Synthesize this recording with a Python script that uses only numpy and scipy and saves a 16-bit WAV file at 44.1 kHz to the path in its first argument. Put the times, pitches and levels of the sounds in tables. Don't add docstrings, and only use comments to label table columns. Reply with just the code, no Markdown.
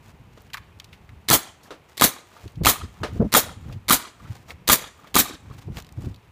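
import sys
import numpy as np
from scipy import signal
from scipy.fft import rfft, irfft, next_fast_len
from scipy.io import wavfile
from scipy.ndimage import uniform_filter1d

SR = 44100
rng = np.random.default_rng(int(sys.argv[2]) if len(sys.argv) > 2 else 0)


def materialize(psi):
    bounded = np.clip(np.atleast_2d(psi).T, -1, 1)
    quanta = np.round(bounded * 32767).astype(np.int16)
    wavfile.write(sys.argv[1], SR, quanta)


N = 278447


def amp(db):
    return 10 ** (np.asarray(db) / 20)


def evened(x):
    return x / np.sqrt(np.mean(x ** 2) + 1e-20)


def read(points, hz):
    f, value = np.transpose(points)
    return np.interp(np.log(hz + 1), np.log(f + 1), value)


def level(curve):
    return amp(np.interp(np.arange(N) / SR, *np.transpose(curve)))


def swells(rows, build):
    t = np.arange(N) / SR
    total = np.zeros(N)
    for s, db, length in rows:
        width = length * np.where(t < s, build, 1 - build)
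        total += amp(db) * np.exp(-((t - s) / width) ** 2)
    return total


def add(mix, s, sound):
    part = mix[max(round(s * SR), 0):][:len(sound)]
    part += sound[:len(part)]


def coloured(x, colour):
    size = next_fast_len(len(x))
    gain = amp(read(colour, np.fft.rfftfreq(size, 1 / SR)))
    return irfft(rfft(x, size) * gain, size)[:len(x)]


def noise(colour, size):
    return evened(coloured(rng.standard_normal(size), colour))


def dying(t, t60):
    return np.exp(-np.log(1000) * t / t60)


def burst(colour, t60, rise_s):
    t = np.arange(SR // 4) / SR
    return noise(colour, len(t)) * (1 - np.exp(-t / rise_s)) * dying(t, t60)


def ring(modes, rise_s, detune):
    t = np.arange(SR // 4) / SR
    tones = np.zeros(len(t))
    for hz, db, t60 in modes:
        tuned_hz = hz * (1 + detune * rng.standard_normal())
        tones += amp(db) * dying(t, t60) * np.sin(2 * np.pi * tuned_hz * t)
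    return tones * (1 - np.exp(-t / rise_s))


# (f/Hz, level/dB)
WASH_COLOUR = [(20, -6.5), (60, 1), (120, 3.5), (230, -3), (400, 1.5), (600, -4), (900, -0.5), (1500, -8.5),
               (2500, -8), (5000, -23), (10000, -27.5), (15000, -28)]


def neighbourhood(wash_db=-57.5):
    return amp(wash_db) * noise(WASH_COLOUR, N)


# (t/s, level/dB)
BREEZE_LEVEL = [(0, -50.5), (1.2, -53), (1.5, -60), (2.33, -64), (2.55, -52), (3.75, -48), (4.1, -62),
                (4.55, -48), (5, -62), (5.5, -45), (6.31, -54)]
# (peak t/s, level/dB, length/s)
GUST_SWELLS = [(1.14, -48, .06), (2.46, -35, .04), (2.65, -30, .11), (2.85, -35.5, .06), (3.03, -39.5, .05),
               (3.13, -31, .05), (3.225, -21.5, .07), (3.49, -41, .08), (3.7, -38.5, .15), (4.29, -46, .12),
               (5.73, -35.5, .12), (6.07, -34.5, .13)]
# (t/s, level/dB, length/s, swing f/Hz)
EDDY_SWINGS = [(2.577, -27, 0.012, 130), (2.617, -15, 0.016, 150), (3.204, -13.5, 0.012, 200),
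               (3.228, -17, 0.013, 170), (3.263, -22.5, 0.03, 210), (3.764, -27, 0.019, 100),
               (4.31, -28.5, 0.023, 105), (5.511, -29.5, 0.013, 130), (5.685, -20, 0.016, 140),
               (5.706, -24, 0.012, 150), (5.987, -22, 0.018, 115), (6.04, -24.5, 0.014, 110)]


def wind(gust_build=.58, strong_db=-18, lumpy_db=3.0, churn_db=-9):
    t = np.arange(N) / SR
    lumps = noise([(1, -4.5), (20, -0.5), (60, -34.5), (300, -100)], N)
    pressure = (level(BREEZE_LEVEL) + swells(GUST_SWELLS, gust_build)) * amp(lumpy_db * lumps)
    swings = np.zeros(N)
    for s, db, length, hz in EDDY_SWINGS:
        swell = amp(db) * np.exp(-(2 * (t - s) / length) ** 2)
        swings += swell * np.sin(2 * np.pi * (hz * t + rng.random()))
        pressure = pressure + amp(churn_db) * swell
    gentle = noise([(5, -51.5), (22, -24.5), (45, -2.5), (85, 2), (165, -5.5), (300, -17.5),
                    (600, -46.5), (2000, -85.5), (8000, -110)], N)
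    fierce = noise([(5, -48), (22, -11.5), (60, -6), (250, 1.5), (420, -4), (750, -17.5),
                    (1500, -35), (4000, -65), (12000, -100)], N)
    share = np.minimum(pressure / amp(strong_db), 1) ** 1.1
    return swings + pressure * (np.sqrt(1 - share ** 2) * gentle + share * fierce)


# (f/Hz, t60/s)
TAIL_DECAY = [(100, 0.02), (500, 0.38), (1200, 0.49), (4000, 0.49), (8000, 0.4553), (15000, 0.15)]
# (f/Hz, level/dB)
TAIL_COLOUR = [(60, -6), (250, 2.5), (700, -1.5), (1200, -3), (2500, -0.5), (5000, -6.5), (9000, -4),
               (15000, -3)]
# (delay t/s, level/dB, f/Hz above which the air has dulled it)
HOUSE_WALLS = [(.091, -23.5, 5500), (.143, -25, 3800), (.294, -39, 2000), (.345, -31.5, 1800)]
# (f/Hz, level/dB)
WALL_COLOUR = [(60, -9), (300, -1.5), (700, -1.5), (1200, -0.5), (2500, -1.5), (15000, 2.5)]


def houses(x, walls_db, tail_db=-19.5, scatter_t60=.018, near_s=.14):
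    time = np.arange(SR) / SR
    taps = rng.standard_normal(SR) * (rng.random(SR) < 2500 / SR)
    hz, t, z = signal.stft(taps, SR, nperseg=256)
    faded = z * dying(t, read(TAIL_DECAY, hz)[:, None])
    tail = signal.istft(faded, SR, nperseg=256)[1][:SR]
    tail = tail * np.minimum(time / .02, 1)
    walls = np.zeros(SR)
    for delay, db, dull_hz in HOUSE_WALLS:
        echo = rng.standard_normal(SR // 8) * dying(time[:SR // 8], scatter_t60)
        dulled = signal.lfilter(*signal.butter(2, dull_hz, fs=SR), echo / np.linalg.norm(echo))
        add(walls, delay, amp(db + walls_db * min(1, near_s / delay)) * dulled)
    response = amp(tail_db) * coloured(tail / np.linalg.norm(tail), TAIL_COLOUR)
    response = response + coloured(walls, WALL_COLOUR)
    return signal.fftconvolve(x, response)[:len(x)]


def echoes(x, walls_db, count=4, slice_s=.007):
    turn = np.arange(len(x)) / SR / slice_s
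    out = np.zeros(len(x))
    for k in range(count):
        away = np.minimum(abs((turn - k + count / 2) % count - count / 2), 1)
        out += houses(x * np.cos(np.pi / 2 * away), walls_db)
    return out


# (f/Hz, level/dB)
TICK_COLOUR = [(100, -14.5), (600, -6), (1100, 8.5), (4000, 1), (9000, -9), (15000, -6)]
# (f/Hz, level/dB, t60/s)
HOUSING_MODES = [(1102, 2.5, 0.085), (1220, 2.5, .04), (1690, -7, .04), (2130, 2, .04), (2550, -0.5, .035),
                 (3230, -3.5, 0.036), (3980, -1.5, .03), (4400, -1, 0.034), (5000, -6.5, .03),
                 (6900, -5, .025), (11400, -8.5, 0.023), (14600, -1.5, .02)]


def click(t60, centre_hz, ring_db=-16, focus_db=7, thin_db=-19):
    tap = burst(TICK_COLOUR, t60, rise_s=0.00038)
    tap = tap + amp(ring_db) * ring(HOUSING_MODES, rise_s=0.00027, detune=.008)
    focus = [(centre_hz / 3, thin_db), (centre_hz / 1.45, 1), (centre_hz, focus_db / 2),
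             (centre_hz * 4, -focus_db)]
    return coloured(tap, focus)


# (peak t/s, level/dB, length/s)
RUB_STROKES = [(.075, -56, .08), (.42, -61, .12), (1.71, -54.5, .11), (1.92, -61, .08), (2.42, -53.5, .24),
               (3.12, -57, .36), (3.7, -61, .16), (4.31, -52.5, .2), (4.505, -45, .04), (5.05, -60, .2),
               (5.58, -57, .2), (5.78, -42, .06), (6.05, -55.5, .14)]
# (f/Hz, level/dB)
GRIT_COLOUR = [(100, -8.5), (700, 3), (1200, 0.5), (2000, -3), (3700, -6.5), (7000, -10.5), (11000, -18),
               (15000, -16.5)]


def scuffing(rub_build=.55, rustle_db=-70, grains_per_s=5000, spread_db=3.5, catch_db=3.0,
             snaps_per_s=30, snap_db=-16, snap_t60=.006, snap_hz=10000):
    size = amp(spread_db * np.minimum(rng.exponential(1, N), 5))
    grains = size * rng.choice([-1, 1], N) * (rng.random(N) < grains_per_s / SR)
    catching = amp(catch_db * noise([(1, 0.5), (30, -1.5), (90, -41.5), (400, -100)], N))
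    snap_hits = rng.random(N) * (rng.random(N) < snaps_per_s / SR)
    snaps = signal.oaconvolve(snap_hits, click(snap_t60, snap_hz, ring_db=-26))[:N]
    drag = amp(rustle_db) + swells(RUB_STROKES, rub_build)
    return drag * (evened(coloured(grains * catching, GRIT_COLOUR)) + amp(snap_db) * evened(snaps))


def rattle(start_s=5.803, gap_s=.0216, first_db=-33.5, fade_db_per_s=-35, count=5, t60=.0085,
           centre_hz=5800, uneven_db=2, uneven_s=.0007, uneven_colour=.3):
    out = np.zeros(N)
    for k in range(count):
        after = k * gap_s
        louder, later, brighter = rng.standard_normal(3)
        db = first_db + fade_db_per_s * after + uneven_db * louder
        tap_hz = centre_hz * np.exp(uneven_colour * brighter)
        tap = click(t60, tap_hz, ring_db=-22, thin_db=-13)
        add(out, start_s + after + uneven_s * later, amp(db) * tap)
    return out


# (t/s, level/dB, t60/s)
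NOSE_LANDINGS = [(1.2826, -30.5, .02), (1.286, -12, .02), (1.2913, -14.5, 0.035), (1.9709, -31.5, .02),
                 (1.9764, -27.5, 0.058), (1.997, -21.5, 0.053), (2.635, -31.5, 0.072), (2.6488, -14, 0.03),
                 (3.3204, -26, .02), (3.326, -16.5, 0.025), (3.33, -18.5, 0.032), (3.882, -22.5, 0.042),
                 (3.888, -16.5, 0.047), (4.6743, -22, .02), (4.6778, -12.5, 0.042), (5.1424, -19, 0.016),
                 (5.145, -18.5, 0.047)]
# (f/Hz, level/dB)
STEEL_COLOUR = [(40, -9), (280, -1.5), (600, -10), (1200, -7), (1650, -6.5), (2150, 1), (2650, -7.5),
                (3900, 2), (5700, -7.5), (7300, -7.5), (8800, -9), (14500, -9)]
# (t/s, level/dB, t60/s, favoured f/Hz)
TOOL_CLICKS = [(.419, -40, 0.0098, 12000), (0.501, -44.5, .03, 2000), (.533, -28, 0.031, 3800),
               (0.5397, -22, 0.016, 5040), (0.542, -24.5, 0.054, 1190), (0.5712, -28, .025, 2020),
               (0.579, -32.5, 0.028, 1250), (0.7988, -27.5, 0.018, 3000), (0.8432, -35.5, 0.024, 4500),
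               (0.928, -44, 0.12, 2410), (1.091, -47, 0.045, 1850), (1.632, -47, 0.16, 6900),
               (2.478, -40, 0.028, 4000), (2.556, -49, 0.033, 4500), (3.725, -42, 0.08, 3000),
               (4.505, -32, 0.033, 2300), (5.072, -43, 0.043, 3000), (5.77, -27, 0.013, 1960),
               (5.924, -38, 0.0071, 8000), (6.033, -44, 0.0069, 6000), (6.144, -40.5, 0.016, 3970),
               (6.161, -40, .006, 5060)]
# (t/s, level/dB, t60/s)
DECK_KNOCKS = [(.374, -43, 0.065), (1.706, -33.5, 0.17), (3.033, -22, 0.15), (4.497, -42, .1)]
# (f/Hz, level/dB)
DECK_COLOUR = [(60, -8.5), (300, -0.5), (560, 3.5), (800, -6.5), (1280, -2), (1700, -8.5), (4000, -13.5),
               (8000, -26.5), (15000, -40)]


def handling(nose_ring_db=-20):
    out = np.zeros(N)
    for s, db, t60 in NOSE_LANDINGS:
        landing = burst(STEEL_COLOUR, t60, rise_s=.0004)
        landing = landing + amp(nose_ring_db) * ring(HOUSING_MODES, rise_s=.0004, detune=.004)
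        add(out, s, amp(db) * landing)
    for s, db, t60, centre_hz in TOOL_CLICKS:
        add(out, s, amp(db) * click(t60, centre_hz))
    for s, db, t60 in DECK_KNOCKS:
        add(out, s, amp(db) * burst(DECK_COLOUR, t60, rise_s=0.00033))
    return out


def off_roof(x, share=0.29):
    lag = round(rng.uniform(.0004, .002) * SR)
    reflected = np.pad(x, (lag, 0))[:len(x)]
    return (x + share * reflected) / np.hypot(1, share)


def boom(hz, t60=0.051):
    return ring([(hz, 0, t60)], rise_s=0.00085, detune=.01)


# (f/Hz, level/dB)
CRACK_COLOUR = [(40, -10.5), (250, 2), (550, 2.5), (920, 2.5), (1200, -2.5), (2500, -4), (4200, -2.5),
                (5200, -7.5), (6900, -1.5), (9000, -9), (15000, -3.5)]
# (f/Hz, level/dB, t60/s)
DRIVER_MODES = [(290, -10.5, 0.071), (540, -24.5, 0.038), (917, -17, 0.058), (1071, -8, 0.034),
                (1241, 2.5, 0.02), (1670, -11, 0.021), (2120, -12.5, 0.038), (2400, -16.5, 0.016),
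                (3300, -14, 0.06), (3530, -14.5, 0.012), (6970, -17.5, 0.035)]


def blow(snap_db=-10):
    snap = amp(snap_db) * burst(CRACK_COLOUR, t60=0.023, rise_s=0.00038)
    return snap - ring(DRIVER_MODES, rise_s=.0004, detune=0.023)


# (f/Hz, level/dB)
AIR_COLOUR = [(30, -4), (100, 1.5), (300, 6.5), (420, -1), (540, -1), (1100, -0.5), (2700, -3.5), (3600, 1),
              (5200, -2.5), (6800, 3), (8300, -1), (11000, 1), (14700, 4)]


def exhaust(open_s=.007, hold_s=.017, t60=.112, flutter_db=2.73):
    t = np.arange(SR // 4) / SR
    flow = np.minimum(t / open_s, 1) * dying(np.maximum(t - hold_s, 0), t60)
    flutter = evened(uniform_filter1d(rng.standard_normal(len(t)), size=90))
    return noise(AIR_COLOUR, len(t)) * flow * amp(flutter_db * flutter)


# (f/Hz, level/dB)
CLATTER_COLOUR = [(40, -23), (280, 7), (450, -4), (1200, 4.5), (1800, 0.5), (2700, -4), (3900, 3),
                  (5300, -5), (7000, -3), (9000, -2), (15000, -5.5)]
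# (f/Hz, level/dB)
CHUFF_COLOUR = [(100, -13), (350, -12.5), (530, -4), (720, -5.5), (1100, -21.5), (4000, -50)]
# (valve crack t/s, crack level/dB, driver blow level/dB, rebound level/dB, deck boom f/Hz,
# boom level/dB relative to the blow, exhaust delay t/s, exhaust level/dB, chuff level/dB, wall echo level/dB)
NAIL_SHOTS = [(1.3013, -3, -5, -13.5, 152, -7, 0.025, -8.5, -9, -3.5),
              (2.0117, -6, -2, -11, 175, -16, 0.022, -8.5, -12, -5.5),
              (2.6581, -3.5, -4.5, -5, 129.6, -12, .0235, -11, -15, -1.5),
              (3.3394, -3, -4, -6, 165, -20, .022, -9.3, -9.5, -2),
              (3.8975, -5.5, -5.5, -10.5, 261, -16, .021, -10.3, -24.5, 0.5),
              (4.6888, -3.5, -4, -9, 83.7, -13, .0245, -8.6, -18, -0.5),
              (5.1546, -3.5, -7.5, -12, 270, -18, 0.026, -10.5, -27, 3.5)]


def nailer(stroke_s=.0084, rebound_s=.0134, clatter_db=-12, housing_db=-22, return_s=0.052, return_db=-19):
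    out = np.zeros(N)
    for s, crack_db, blow_db, rebound_db, deck_hz, boom_db, air_s, air_db, chuff_db, walls_db in NAIL_SHOTS:
        shot = np.zeros(SR)
        crack = 1.42 * burst(CRACK_COLOUR, t60=0.0093, rise_s=0.00017)
        crack = crack + 0.29 * burst(CRACK_COLOUR, t60=0.032, rise_s=.0007)
        add(shot, 0, amp(crack_db) * crack)
        add(shot, stroke_s, amp(blow_db) * (blow() - amp(boom_db) * boom(deck_hz)))
        add(shot, rebound_s, amp(rebound_db) * blow())
        clatter = off_roof(burst(CLATTER_COLOUR, t60=0.19, rise_s=0.00035))
        add(shot, stroke_s, amp(clatter_db) * clatter)
        chuff = burst(CHUFF_COLOUR, t60=0.085, rise_s=0.0074)
        add(shot, air_s, amp(air_db) * off_roof(exhaust()) + amp(chuff_db) * chuff)
        home = burst(CLATTER_COLOUR, t60=0.027, rise_s=.00045)
        home = home + amp(housing_db) * ring(HOUSING_MODES, rise_s=.0005, detune=.004)
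        add(shot, return_s, amp(return_db) * home)
        add(out, s, shot + echoes(shot, walls_db))
    return out


def scene():
    background = neighbourhood() + wind()
    work = handling() + rattle() + scuffing()
    return (background + work + houses(work, walls_db=-5) + nailer())[None]


def record(dry, low_cut_hz=33, edge_hz=15480):
    heard = signal.sosfilt(signal.butter(2, low_cut_hz, "highpass", fs=SR, output="sos"), dry)
    rounded = heard / (1 + (heard / .92) ** 4) ** (1 / 4)
    band = signal.firwin(601, edge_hz, window=("kaiser", 8), fs=SR)
    return signal.oaconvolve(rounded, band[None], "same")


dry = scene()
out = record(dry)
materialize(out)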